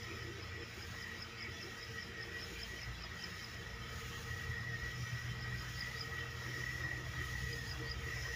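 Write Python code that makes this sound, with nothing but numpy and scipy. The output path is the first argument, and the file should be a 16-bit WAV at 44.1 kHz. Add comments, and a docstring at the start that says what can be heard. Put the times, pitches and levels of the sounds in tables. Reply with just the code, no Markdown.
"""Crop sprayer in a maize field

Far out, a small engine drones, its pump drive rubs and sings with a fluttering ring, and the jet
hisses in swells as the lance swings over the leaves. On the road behind, a lorry's exhaust throbs,
tyres whine and roar, and a second engine hums by. A small bird repeats a sharp chip in three bouts."""
import sys
import numpy as np
from scipy import signal
from scipy.fft import rfft, irfft, next_fast_len
from scipy.io import wavfile
from scipy.ndimage import uniform_filter1d, map_coordinates

SR = 44100
rng = np.random.default_rng(int(sys.argv[2]) if len(sys.argv) > 2 else 0)


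def to_wav(s):
    """Save 16-bit WAV."""
    ch = np.atleast_2d(s).T  # columns
    pcm = np.round(np.clip(ch, -1, 1) * 32767)  # PCM
    wavfile.write(sys.argv[1], SR, pcm.astype(np.int16))


N = 368235
TIME = np.arange(N) / SR


def from_db(db):
    """Decibels to gain."""
    return 10 ** (np.asarray(db) / 20)


def unit_power(x):
    """Scale to an RMS of 1."""
    return x / np.sqrt(np.mean(np.abs(x) ** 2) + 1e-20)


def evened(x, samples):
    """Hold the power at 1 over a sliding window, keeping the faster flutter."""
    return x / np.sqrt(uniform_filter1d(x * x, samples) + 1e-12)


def curves(rows):
    """Interpolate each column after the first (time in seconds) at every sample."""
    times_s, *columns = np.transpose(rows)
    return [np.interp(TIME, times_s, column) for column in columns]


def swells(rows):
    """Sum of bell curves. Each row: centre in seconds, half length in seconds, height."""
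    return sum(height * np.exp(-((TIME - at_s) / half_s) ** 2) for at_s, half_s, height in rows)


def surging(level_db, surges):
    """Gain of a base level with bell-shaped surges added in power."""
    return np.hypot(from_db(level_db), swells([(at_s, half_s, from_db(db)) for at_s, half_s, db in surges]))


def drift(rate_hz):
    """Smooth random wander of spread 1."""
    pole = np.exp(-40 * np.pi * rate_hz / SR)
    noise = rng.standard_normal(N // 20 + 4002)  # one value per 20 samples, plus run-in
    slow = signal.lfilter([1], [1, -2 * pole, pole * pole], noise)[4000:]
    return np.interp(np.arange(N) / 20, np.arange(len(slow)), unit_power(slow))


def cycles(hz):
    """Turns completed at a steady or changing rate, from a random phase."""
    return np.cumsum(hz * np.ones(N)) / SR + rng.random()


def tone(hz, waver, rate_hz):
    """Unit-power sine whose level and phase waver on the way through moving air."""
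    phase = 2 * np.pi * cycles(hz)
    in_phase = (1 + waver * drift(rate_hz)) * np.sin(phase)
    return unit_power(in_phase + waver * drift(rate_hz) * np.cos(phase))


def coloured(spectrum):
    """Unit-power noise. Each spectrum row: frequency in Hz, relative density in dB."""
    hz, db = np.transpose(spectrum)
    size = next_fast_len(N)
    bins_hz = np.maximum(np.arange(size // 2 + 1) * SR / size, 1)
    gain = from_db(np.interp(np.log(bins_hz), np.log(hz), db, left=-90, right=-90))
    return unit_power(irfft(rfft(rng.standard_normal(size)) * gain, size)[:N])


def resonate(x, hz, stage_width_hz):
    """Two identical two-pole resonances in series, peak gain 1."""
    radius = np.exp(-np.pi * stage_width_hz / SR)
    b = np.array([1, 0, -1]) * (1 - radius * radius) / 2
    a = [1, -2 * radius * np.cos(2 * np.pi * hz / SR), radius * radius]
    return signal.lfilter(b, a, signal.lfilter(b, a, x))


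def band_noise(hz, stage_width_hz):
    """Unit-power noise held in one steep-sided resonance."""
    return unit_power(resonate(rng.standard_normal(N), hz, stage_width_hz))


def scintillate(x, patch_hz, patch_s, depth_db):
    """Moving air and swaying leaves make narrow patches of the spectrum flare and fade."""
    size = 512
    _, _, frames = signal.stft(x, nperseg=size)
    field = rng.standard_normal(frames.shape)
    for _ in range(2):
        field = uniform_filter1d(field, max(1, round(patch_hz * size / SR)), axis=0, mode="wrap")
        field = uniform_filter1d(field, max(1, round(patch_s * 2 * SR / size)), axis=1, mode="wrap")
    gain = from_db(depth_db * np.clip(unit_power(field), -2, 2))
    return signal.istft(frames * gain, nperseg=size)[1][:N]


def vibration(cycle_hz, repeating_share=.3):
    """Machine vibration: one rattle repeated every cycle, mixed with fresh noise."""
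    size = 2048
    rattle = irfft(np.exp(2j * np.pi * rng.random(size // 8)), size)
    repeated = np.interp(cycles(cycle_hz), np.arange(size) / size, rattle, period=1)
    fresh = coloured([(1, 0), (10000, 0)])
    return np.sqrt(repeating_share) * unit_power(repeated) + np.sqrt(1 - repeating_share) * fresh


def engine(cycle_hz):
    """Low exhaust orders, and casing resonances shaken on every turn of the crank."""
    # Each row: multiple of the cycle rate, level in dB.
    exhaust_orders = [(2, -90), (3, -77), (4, -84), (5, -67.5), (6, -66.5), (8, -76), (9, -79), (10, -99),
                      (12, -79), (15, -81), (18, -78)]
    # Each row: frequency in Hz, half the stage width in Hz, relative level in dB.
    casing_modes = [(1480, 95, -67), (1786, 37, -65.5), (2175, 46, -67), (2318, 25, -66.5),
                    (2718, 110, -67), (3087, 37, -65), (3360, 70, -68)]
    drone = sum(from_db(db) * tone(order * cycle_hz, waver=.9, rate_hz=6) for order, db in exhaust_orders)
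    shake = (1 + .094 * np.sin(4 * np.pi * cycles(cycle_hz))) * vibration(cycle_hz)
    casing = sum(from_db(db - 1.16) * unit_power(resonate(shake, hz, 2 * half_width_hz))
                 for hz, half_width_hz, db in casing_modes)
    return drone + scintillate(casing, patch_hz=90, patch_s=.035, depth_db=5.2)


def pump_squeal(cycle_hz, pump_hz, squeal_hz=1929, sag_hz_per_db=.7):
    """The drive rubs and sings, flatter as it rubs harder; pump strokes and crank turns shake the note."""
    # Each row: time in seconds, relative level in dB.
    ring_levels = [(0.0, -55.5), (0.37, -55.5), (0.44, -62.5), (0.57, -49), (0.68, -61), (0.87, -60.5),
                   (0.95, -52), (1.07, -50.5), (1.16, -53), (1.26, -62.5), (1.46, -50.5), (1.58, -57),
                   (1.84, -51), (1.91, -59.5), (1.99, -46), (2.06, -60.5), (2.16, -52), (2.21, -45.5),
                   (2.26, -58.5), (2.37, -46), (2.45, -59.5), (2.76, -51.5), (3.0, -58.5), (3.22, -53.5),
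                   (3.45, -55.5), (4.08, -56), (4.15, -50.5), (4.23, -64.5), (4.3, -46.5), (4.52, -49.5),
                   (4.55, -45.5), (4.63, -47.5), (4.69, -46.5), (4.73, -48), (4.75, -44), (4.79, -51.5),
                   (4.85, -43), (5.01, -56.5), (5.07, -47.5), (5.39, -54), (5.52, -47.5), (5.7, -56.5),
                   (5.83, -46), (6.03, -52.5), (6.19, -46), (6.36, -52.5), (6.67, -44.5), (6.77, -48),
                   (6.87, -43.5), (7.03, -50.5), (7.1, -55), (7.2, -45.5), (7.6, -48.5), (7.77, -52.5),
                   (7.88, -45.5), (7.98, -58), (8.08, -45.5), (8.35, -46.5)]
    # The drive drags. Each row: centre in seconds, half length in seconds, pitch drop in Hz.
    drags = [(.82, .06, 60), (1.7, .05, 45), (2.22, .04, 55), (4.13, .12, 35), (4.58, .1, 25),
             (4.765, .04, 70), (5.1, .05, 40), (5.5, .06, 25), (6.05, .04, 35), (7.63, .07, 42),
             (7.87, .05, 40), (8.32, .05, 35)]
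    level_db, = curves(ring_levels)
    centre_hz = squeal_hz - sag_hz_per_db * (level_db - level_db.mean()) - swells(drags) + 8 * drift(2.94)
    pump_rad = 2 * np.pi * cycles(pump_hz)
    crank_rad = 2 * np.pi * cycles(2 * cycle_hz)
    # Each beat adds sidebands, the lower ones stronger.
    flutter_depth = .5 + .35 * drift(1.92)
    flutter = np.exp(-1j * pump_rad) + .5 * np.exp(1j * (pump_rad + drift(2))) + .35 * np.exp(-3j * pump_rad)
    rattle = (.2 + .2 * drift(1.9)) * (np.exp(-1j * crank_rad) + .5 * np.exp(1j * crank_rad))
    centre_line = .83 * np.exp(.5 * np.tanh(drift(7.7)) + .6j * drift(5.7))
    note = (centre_line + flutter_depth * flutter + rattle) * np.exp(.5j * drift(8.9))
    # Friction noise fills the resonance around the note.
    carrier = np.exp(2j * np.pi * cycles(centre_hz))
    friction = signal.sosfilt(signal.butter(2, 65, fs=SR, output="sos"), rng.standard_normal(N) / carrier)
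    ring = ((unit_power(note) + .6 * unit_power(friction)) * carrier).real
    return from_db(level_db - .2 + 2.4 * np.tanh(drift(15))) * evened(ring, samples=4200)


def pump_housing(pump_hz):
    """The housing rings hoarsely below the squeal, shaken by every stroke."""
    # Each row: time in seconds, level in dB.
    ring_levels = [(0, -60), (.15, -62), (.7, -67.5), (1.3, -65), (1.95, -62.5), (2.1, -68), (2.7, -68),
                   (3.2, -61), (3.7, -69.5), (3.83, -58.5), (4.5, -62.5), (5.05, -61.5), (5.25, -63),
                   (5.85, -63), (5.95, -58.5), (6.6, -60), (6.85, -67), (7.25, -57.5), (7.57, -68),
                   (7.93, -59), (8.35, -67)]
    level_db, = curves(ring_levels)
    ring = resonate(vibration(pump_hz), hz=1270, stage_width_hz=70)
    return from_db(level_db + 4 * np.tanh(drift(12))) * evened(ring, samples=5000)


def lance(last_swing_s=.8):
    """Facing of the lance (0 aside, 1 head-on), then the current swing's jet, leaf and whistle peaks."""
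    # Each row: start in seconds, share of the swing gone when head-on, then relative peaks in dB
    # of jet hiss, drops on leaves and nozzle whistle.
    swings = [(-.3, 0.36, -71, -62, -85), (.6, 0.33, -68.5, -65.5, -73), (1.38, 0.45, -70, -60.5, -85),
              (2.18, 0.43, -67.5, -65, -75), (3.03, 0.39, -68.5, -63, -73), (3.79, 0.28, -65.5, -65.5, -87),
              (4.72, 0.47, -68, -59, -85), (5.44, 0.38, -65.5, -61, -69), (6.27, 0.42, -66, -57, -82),
              (7.02, 0.36, -64, -61, -68), (7.95, 0.36, -65.5, -57, -87)]
    starts_s, head_on, *peaks_db = np.transpose(swings)
    bounds_s = np.append(starts_s, starts_s[-1] + last_swing_s)
    turns_s = np.sort(np.append(bounds_s, starts_s + head_on * np.diff(bounds_s)))
    progress = np.interp(TIME, turns_s, np.arange(len(turns_s)) / 2)
    swing = np.minimum(progress.astype(int), len(starts_s) - 1)
    return [np.abs(np.sin(np.pi * progress))] + [db[swing] for db in peaks_db]


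def ground_echo(x, delay_s, wander, gain):
    """The soil returns a copy over a changing path, so peaks and notches slide through the hiss."""
    lag = delay_s * SR * np.exp(wander * drift(1.48))
    echo = map_coordinates(x, [np.arange(N) - lag], order=3, mode="nearest")
    return (x + gain * echo) / np.hypot(1, gain)


def spray(nearing_db_per_s=.7):
    """The jet hisses loudest head-on; the cloud rushes and fine drops wash over the leaves."""
    # Each row: frequency in Hz, relative density in dB.
    jet_spectrum = [(2500, 14.5), (4000, 11.5), (4350, 10), (5000, 12), (6300, 10), (6620, 15.5),
                    (7050, 10.5), (7500, 2), (8100, -7.5), (8500, -3.5), (9400, 1.5), (10600, 0),
                    (11450, 3), (11950, -0.5), (12300, 3.5), (12800, -1), (13850, -6), (14600, 6.5),
                    (15100, 7.5), (15800, -2)]
    rush_spectrum = [(200, 11), (550, -2), (800, -2), (1100, 1), (1350, 7), (1650, 6), (2400, 7),
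                     (3300, -3.5), (3900, 3.5), (4350, -3.5), (5100, 2.5), (6300, -28), (7100, -9),
                     (8000, -22.5), (15000, -51)]
    leaf_spectrum = [(4700, -35), (5150, 5), (5500, -1.5), (5950, -1), (6250, -20), (7500, -21)]
    # Each row: centre and half length in seconds, peak in dB, frequency and stage width in Hz.
    rush_flares = [(.13, 0.055, -57, 2340, 350), (.553, 0.18, -60, 2450, 500),
                   (1.446, 0.043, -49, 2200, 380), (1.562, 0.05, -60, 3420, 200),
                   (2.23, 0.034, -54, 2280, 400), (2.598, .1, -59, 2330, 600),
                   (2.632, 0.034, -57, 3090, 200), (2.81, .06, -53, 2250, 300),
                   (4.13, 0.032, -56.5, 3140, 200), (6.214, 0.037, -58.5, 3100, 150),
                   (8.163, 0.13, -57, 2230, 500)]
    facing, jet_peak_db, leaves_peak_db, _ = lance()
    jet_aside_db = -76.5 + nearing_db_per_s * TIME  # the sprayer walks nearer
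    leaves_aside_db = -66
    jet_db = jet_aside_db + (jet_peak_db - jet_aside_db) * facing
    leaves_db = leaves_aside_db + (leaves_peak_db - leaves_aside_db) * facing ** 2
    jet = from_db(jet_db + 8.5 + .94 * drift(21)) * coloured(jet_spectrum)
    rush = from_db(-57) * coloured(rush_spectrum)
    flares = sum(from_db(db) * swells([(at_s, half_s, 1)]) * band_noise(hz, width_hz)
                 for at_s, half_s, db, hz, width_hz in rush_flares)
    leaves = from_db(leaves_db) * coloured(leaf_spectrum)
    near = scintillate(jet, patch_hz=100, patch_s=.1, depth_db=1.8)
    far = scintillate(rush + flares + leaves, patch_hz=90, patch_s=.05, depth_db=4.5)
    return ground_echo(near + far, delay_s=.0024, wander=.03, gain=.2)


def nozzle_whistle():
    """A breathy edge tone that beams along the jet."""
    facing, _, _, peak_db = lance()
    return from_db(peak_db) * facing ** 1.2 * band_noise(hz=6630, stage_width_hz=21)


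def traffic_rumble():
    """Low road noise that slowly swells and sinks."""
    # Each row: time in seconds, relative level in dB.
    rumble_levels = [(0, -52.5), (.9, -56), (1.6, -57.5), (3, -57), (4.4, -48), (5.4, -54.5), (6.2, -54.5),
                     (7.3, -53), (8.35, -51.5)]
    # Each row: frequency in Hz, relative density in dB.
    rumble_spectrum = [(15, -10), (32, -11), (48, 5.5), (62, -2), (82, 12.5), (105, 2), (135, 1), (165, -8),
                       (205, -12.5), (260, -39), (500, -37), (1000, -40)]
    level_db, = curves(rumble_levels)
    return from_db(level_db - 2.1) * evened(coloured(rumble_spectrum), samples=12000)


def lorry_exhaust():
    """The firing note, and a noisy boom at its octave that throbs and surges."""
    # Each row: time in seconds, firing rate in Hz.
    firing_rates = [(0, 57), (2, 57.5), (3, 58.7), (4.5, 59.7), (5.5, 60.6), (7, 61.7), (8.35, 62.3)]
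    # Each row: time in seconds, relative level in dB.
    firing_levels = [(0, -58), (2, -64), (2.55, -51), (2.9, -47), (3.3, -61), (3.72, -49.5), (4.05, -58),
                     (4.35, -53), (4.65, -70), (4.88, -43), (5.15, -67), (5.3, -48), (5.58, -45),
                     (5.75, -51), (6.35, -58), (6.65, -50), (8.35, -46.5)]
    boom_levels = [(0, -55), (.3, -54), (.7, -58), (2.4, -60), (3.0, -57.5), (3.5, -57.5), (4, -54.5),
                   (4.5, -52), (4.75, -48.5), (4.9, -50.5), (5.1, -50), (5.55, -45.5), (5.78, -52),
                   (6.15, -51.5), (6.45, -50), (7.45, -47.5), (7.9, -50), (8.35, -51.5)]
    # Each row: frequency in Hz, relative density in dB.
    boom_spectrum = [(70, 7), (105, 10), (135, -6), (165, 0), (210, -3.5), (300, -35)]
    # Each row: centre in seconds, half length in seconds, peak in dB.
    boom_surges = [(0.253, 0.046, -48), (0.932, 0.022, -49.5), (1.507, .03, -52), (1.91, 0.023, -50),
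                   (2.22, 0.018, -50), (2.893, 0.026, -46), (3.336, 0.027, -50), (3.586, .03, -52),
                   (3.8, 0.034, -49), (4.074, 0.026, -52), (4.3, .03, -46.5), (4.5, 0.017, -41.5),
                   (4.622, 0.042, -45), (4.734, .035, -45), (5.014, 0.048, -42), (5.143, 0.02, -40),
                   (5.29, .03, -40.5), (5.515, 0.036, -45.5), (6.47, 0.095, -49), (6.645, 0.025, -52),
                   (6.862, .03, -48), (7.19, .03, -48), (7.463, .035, -42.5), (7.81, .035, -48),
                   (8.17, .035, -44.5)]
    firing_hz, = curves(firing_rates)
    firing_db, = curves(firing_levels)
    boom_db, = curves(boom_levels)
    firing = from_db(firing_db - 4.5) * tone(firing_hz, waver=.4, rate_hz=5.1)
    octave = tone(2 * firing_hz, waver=.3, rate_hz=10)
    boom = from_db(2.8 * drift(15)) * (octave + from_db(-7) * coloured(boom_spectrum))
    return firing + surging(boom_db, boom_surges) * evened(boom, samples=4500)


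def passing_engine():
    """A second engine on the road, its hum sinking in pitch as it goes by."""
    # Each row: time in seconds, pitch in Hz, relative levels of fundamental and octave in dB.
    hum_track = [(0, 86, -54, -75), (.9, 85.5, -54, -66), (1.5, 85, -62, -65), (2.2, 85, -57, -65),
                 (4.5, 82, -60, -60), (6, 79.5, -57, -63), (7.2, 77.5, -54, -63), (8.35, 77, -54, -64)]
    hz, hum_db, octave_db = curves(hum_track)
    hum = from_db(hum_db - 2.5) * tone(hz, waver=.42, rate_hz=4)
    return hum + from_db(octave_db) * tone(2 * hz, waver=.76, rate_hz=4.5)


def road_drone():
    """A passing engine's upper hum, a higher road hum and a low rush, throbbing as vehicles pass."""
    # Each row: time in seconds, engine's upper hum in Hz, road hum in Hz.
    hum_pitches = [(0, 345, 395.4), (2.6, 338.4, 384), (5.5, 326, 381), (7, 307.6, 366.6),
                   (8.35, 312.7, 368.5)]
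    # Each row: centre in seconds, half length in seconds, peak in dB.
    throbs = [(.13, 0.045, -51.5), (0.287, 0.067, -52), (0.398, .03, -55.5), (0.6, 0.066, -55),
              (.78, .025, -54.5), (1.163, 0.041, -58), (1.495, .025, -54), (1.668, 0.033, -53.5),
              (2.128, 0.085, -61), (2.3, 0.084, -56.5), (2.526, 0.044, -55), (2.737, .03, -57),
              (3.27, 0.036, -57.5), (3.61, .03, -67), (6.193, 0.068, -61), (6.495, 0.033, -52.5),
              (6.59, .03, -54), (6.83, 0.1, -55.5), (7.0, .06, -56), (7.21, 0.06, -55.5), (7.518, .04, -60),
              (7.82, 0.053, -53.5), (7.974, .03, -57), (8.083, 0.028, -57)]
    # Each row: frequency in Hz, relative density in dB.
    rush_spectrum = [(190, -3), (240, -3), (275, -8), (330, 4), (420, -8), (560, -5), (700, -23)]
    engine_hum_hz, road_hum_hz = curves(hum_pitches)
    hum = tone(engine_hum_hz, waver=1.35, rate_hz=8.6) + .83 * tone(road_hum_hz, waver=.93, rate_hz=8.7)
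    gain = surging(-68.5 + 3 * drift(9.4), throbs)
    return gain * evened(hum + from_db(-2.5) * coloured(rush_spectrum), samples=4000)


def tread_whine():
    """Tread patterns whine in two narrow, unsteady bands."""
    # Each row: time in seconds, level in dB.
    whine_levels = [(0, -61.5), (.9, -65.5), (1.9, -63), (2.4, -59.5), (2.95, -70), (3.95, -60),
                    (4.95, -63), (5.12, -79), (5.39, -59.5), (5.74, -72), (6.0, -60), (6.8, -69.5),
                    (7.3, -66), (8.35, -60)]
    # Each row: centre in seconds, half length in seconds, peak in dB.
    whine_surges = [(0.617, 0.034, -56), (1.922, .035, -57), (6.093, 0.016, -49), (6.24, 0.028, -58),
                    (6.582, 0.035, -56.5), (7.0, 0.027, -58), (7.51, 0.069, -52.5), (7.833, 0.03, -51),
                    (8.075, 0.035, -51.5), (8.3, .03, -59)]
    level_db, = curves(whine_levels)
    tread = tone(454, waver=2.4, rate_hz=9.8) + tone(468, waver=2.1, rate_hz=4.9)
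    return surging(level_db + 3 * np.tanh(drift(11)), whine_surges) * evened(tread, samples=5000)


def tyre_roar(approach_db_per_s=.49):
    """Dull tyre noise that grows as the lorry draws nearer."""
    # Each row: frequency in Hz, relative density in dB.
    roar_spectrum = [(250, -60), (480, 3), (650, 5), (800, 2.5), (1150, 4.5), (1600, -22), (3000, -47)]
    level_db = -67 + approach_db_per_s * TIME + 2 * drift(19)
    return from_db(level_db) * scintillate(coloured(roar_spectrum), patch_hz=100, patch_s=.04, depth_db=4)


def syllable(at_s, peak_db, hz, shape, rasp=0, pulse_hz=165):
    """A short whistle; rasp chops it into quick pulses and scatters its pitch."""
    times_s, ratio, height = np.transpose(shape)
    t = np.arange(times_s[0], times_s[-1], 1 / SR)
    pulses = np.abs(np.cos(np.pi * pulse_hz * (t + .016))) ** 4
    jitter = unit_power(uniform_filter1d(rng.standard_normal(len(t)), size=90))
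    pitch_hz = hz * np.interp(t, times_s, ratio) * (1 + (.011 + .025 * rasp) * jitter)
    envelope = np.interp(t, times_s, height) * (1 - rasp + rasp * pulses)
    wave = envelope * np.sin(2 * np.pi * np.cumsum(pitch_hz) / SR)
    return from_db(peak_db) * np.interp(TIME, at_s + t, wave, left=0, right=0)


def bird(echo_s=.0105, scatter_t60_s=.13):
    """Each chip, a rising buzz snapping into a falling whistle, echoes off soil and scatters off leaves."""
    # Each row: time in seconds, peak in dB, pitch in Hz, lead-in and echo in dB against the note.
    chips = [(0.032, -48, 5060, -6, -8), (.232, -50, 5010, -4, -8), (.428, -47.5, 5050, -2, -14),
             (.628, -49.5, 5120, -1, -8), (.827, -45, 5050, -3, -5), (1.027, -45.5, 5000, -5, -4),
             (1.226, -39, 5120, -5.5, -13), (1.428, -41, 5040, 0, -6), (1.63, -42.5, 5100, -4, -5),
             (1.829, -44, 5070, -1, -4), (2.029, -45.5, 5220, 1, -11), (2.23, -42, 5100, -3, -9),
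             (2.431, -42.5, 5190, 1, -1), (2.634, -39, 5140, -3, -10), (2.834, -42.5, 5120, -1, -9),
             (3.04, -42.5, 5060, -2, -6), (3.242, -37.5, 5130, -4, -10), (3.446, -41.5, 5050, -2.5, -16),
             (5.428, -47.5, 5090, 1, -4), (5.614, -46.5, 5040, 3, -8), (5.811, -36, 4940, -4, -9),
             (6.013, -35, 4990, -4, -17), (7.533, -39.5, 4960, -9, -11), (7.715, -39.5, 4960, -0.5, -4),
             (7.917, -36.5, 4860, -2, -15)]
    # Each row: seconds from the note's peak, pitch ratio, amplitude.
    lead_shape = [(-.075, .94, 0), (-.045, .97, .4), (-.022, .985, .5), (-.016, 1.055, 1),
                  (-.013, 1.055, .45), (-.004, 1.04, .15)]
    note_shape = [(-.008, 1.04, 0), (-.003, 1.018, .65), (0, 1, 1), (.003, .985, .7), (.0065, .97, 0)]
    calls = np.zeros(N)
    for at_s, db, hz, lead_db, echo_db in chips:
        calls += syllable(at_s, db + lead_db, hz, lead_shape, rasp=.9)
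        calls += syllable(at_s, db, hz, note_shape)
        calls += syllable(at_s + echo_s, db + echo_db, hz, note_shape)
    t = TIME[:SR // 4]
    tail = rng.standard_normal(len(t)) * from_db(-60 * t / scatter_t60_s) * (t > echo_s)
    return calls + from_db(-12) * signal.fftconvolve(calls, tail / np.linalg.norm(tail))[:N]


def scene():
    """Sprayer, road and bird, heard in mono from the field's edge."""
    cycle_hz = 37.3 * (1 + .003 * drift(.902))
    pump_hz = 40.05 * (1 + .005 * drift(2.18))
    machine = engine(cycle_hz) + pump_squeal(cycle_hz, pump_hz) + pump_housing(pump_hz)
    sprayer = machine + spray() + nozzle_whistle()
    road = traffic_rumble() + lorry_exhaust() + passing_engine() + road_drone()
    tyres = tread_whine() + tyre_roar()
    return (sprayer + road + tyres + bird())[None]


def record(dry):
    """Steep low-pass on the top treble."""
    cutoff_hz = 15400
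    return signal.sosfilt(signal.ellip(12, .1, 80, cutoff_hz, fs=SR, output="sos"), dry)


dry = scene()
out = record(dry)
to_wav(out)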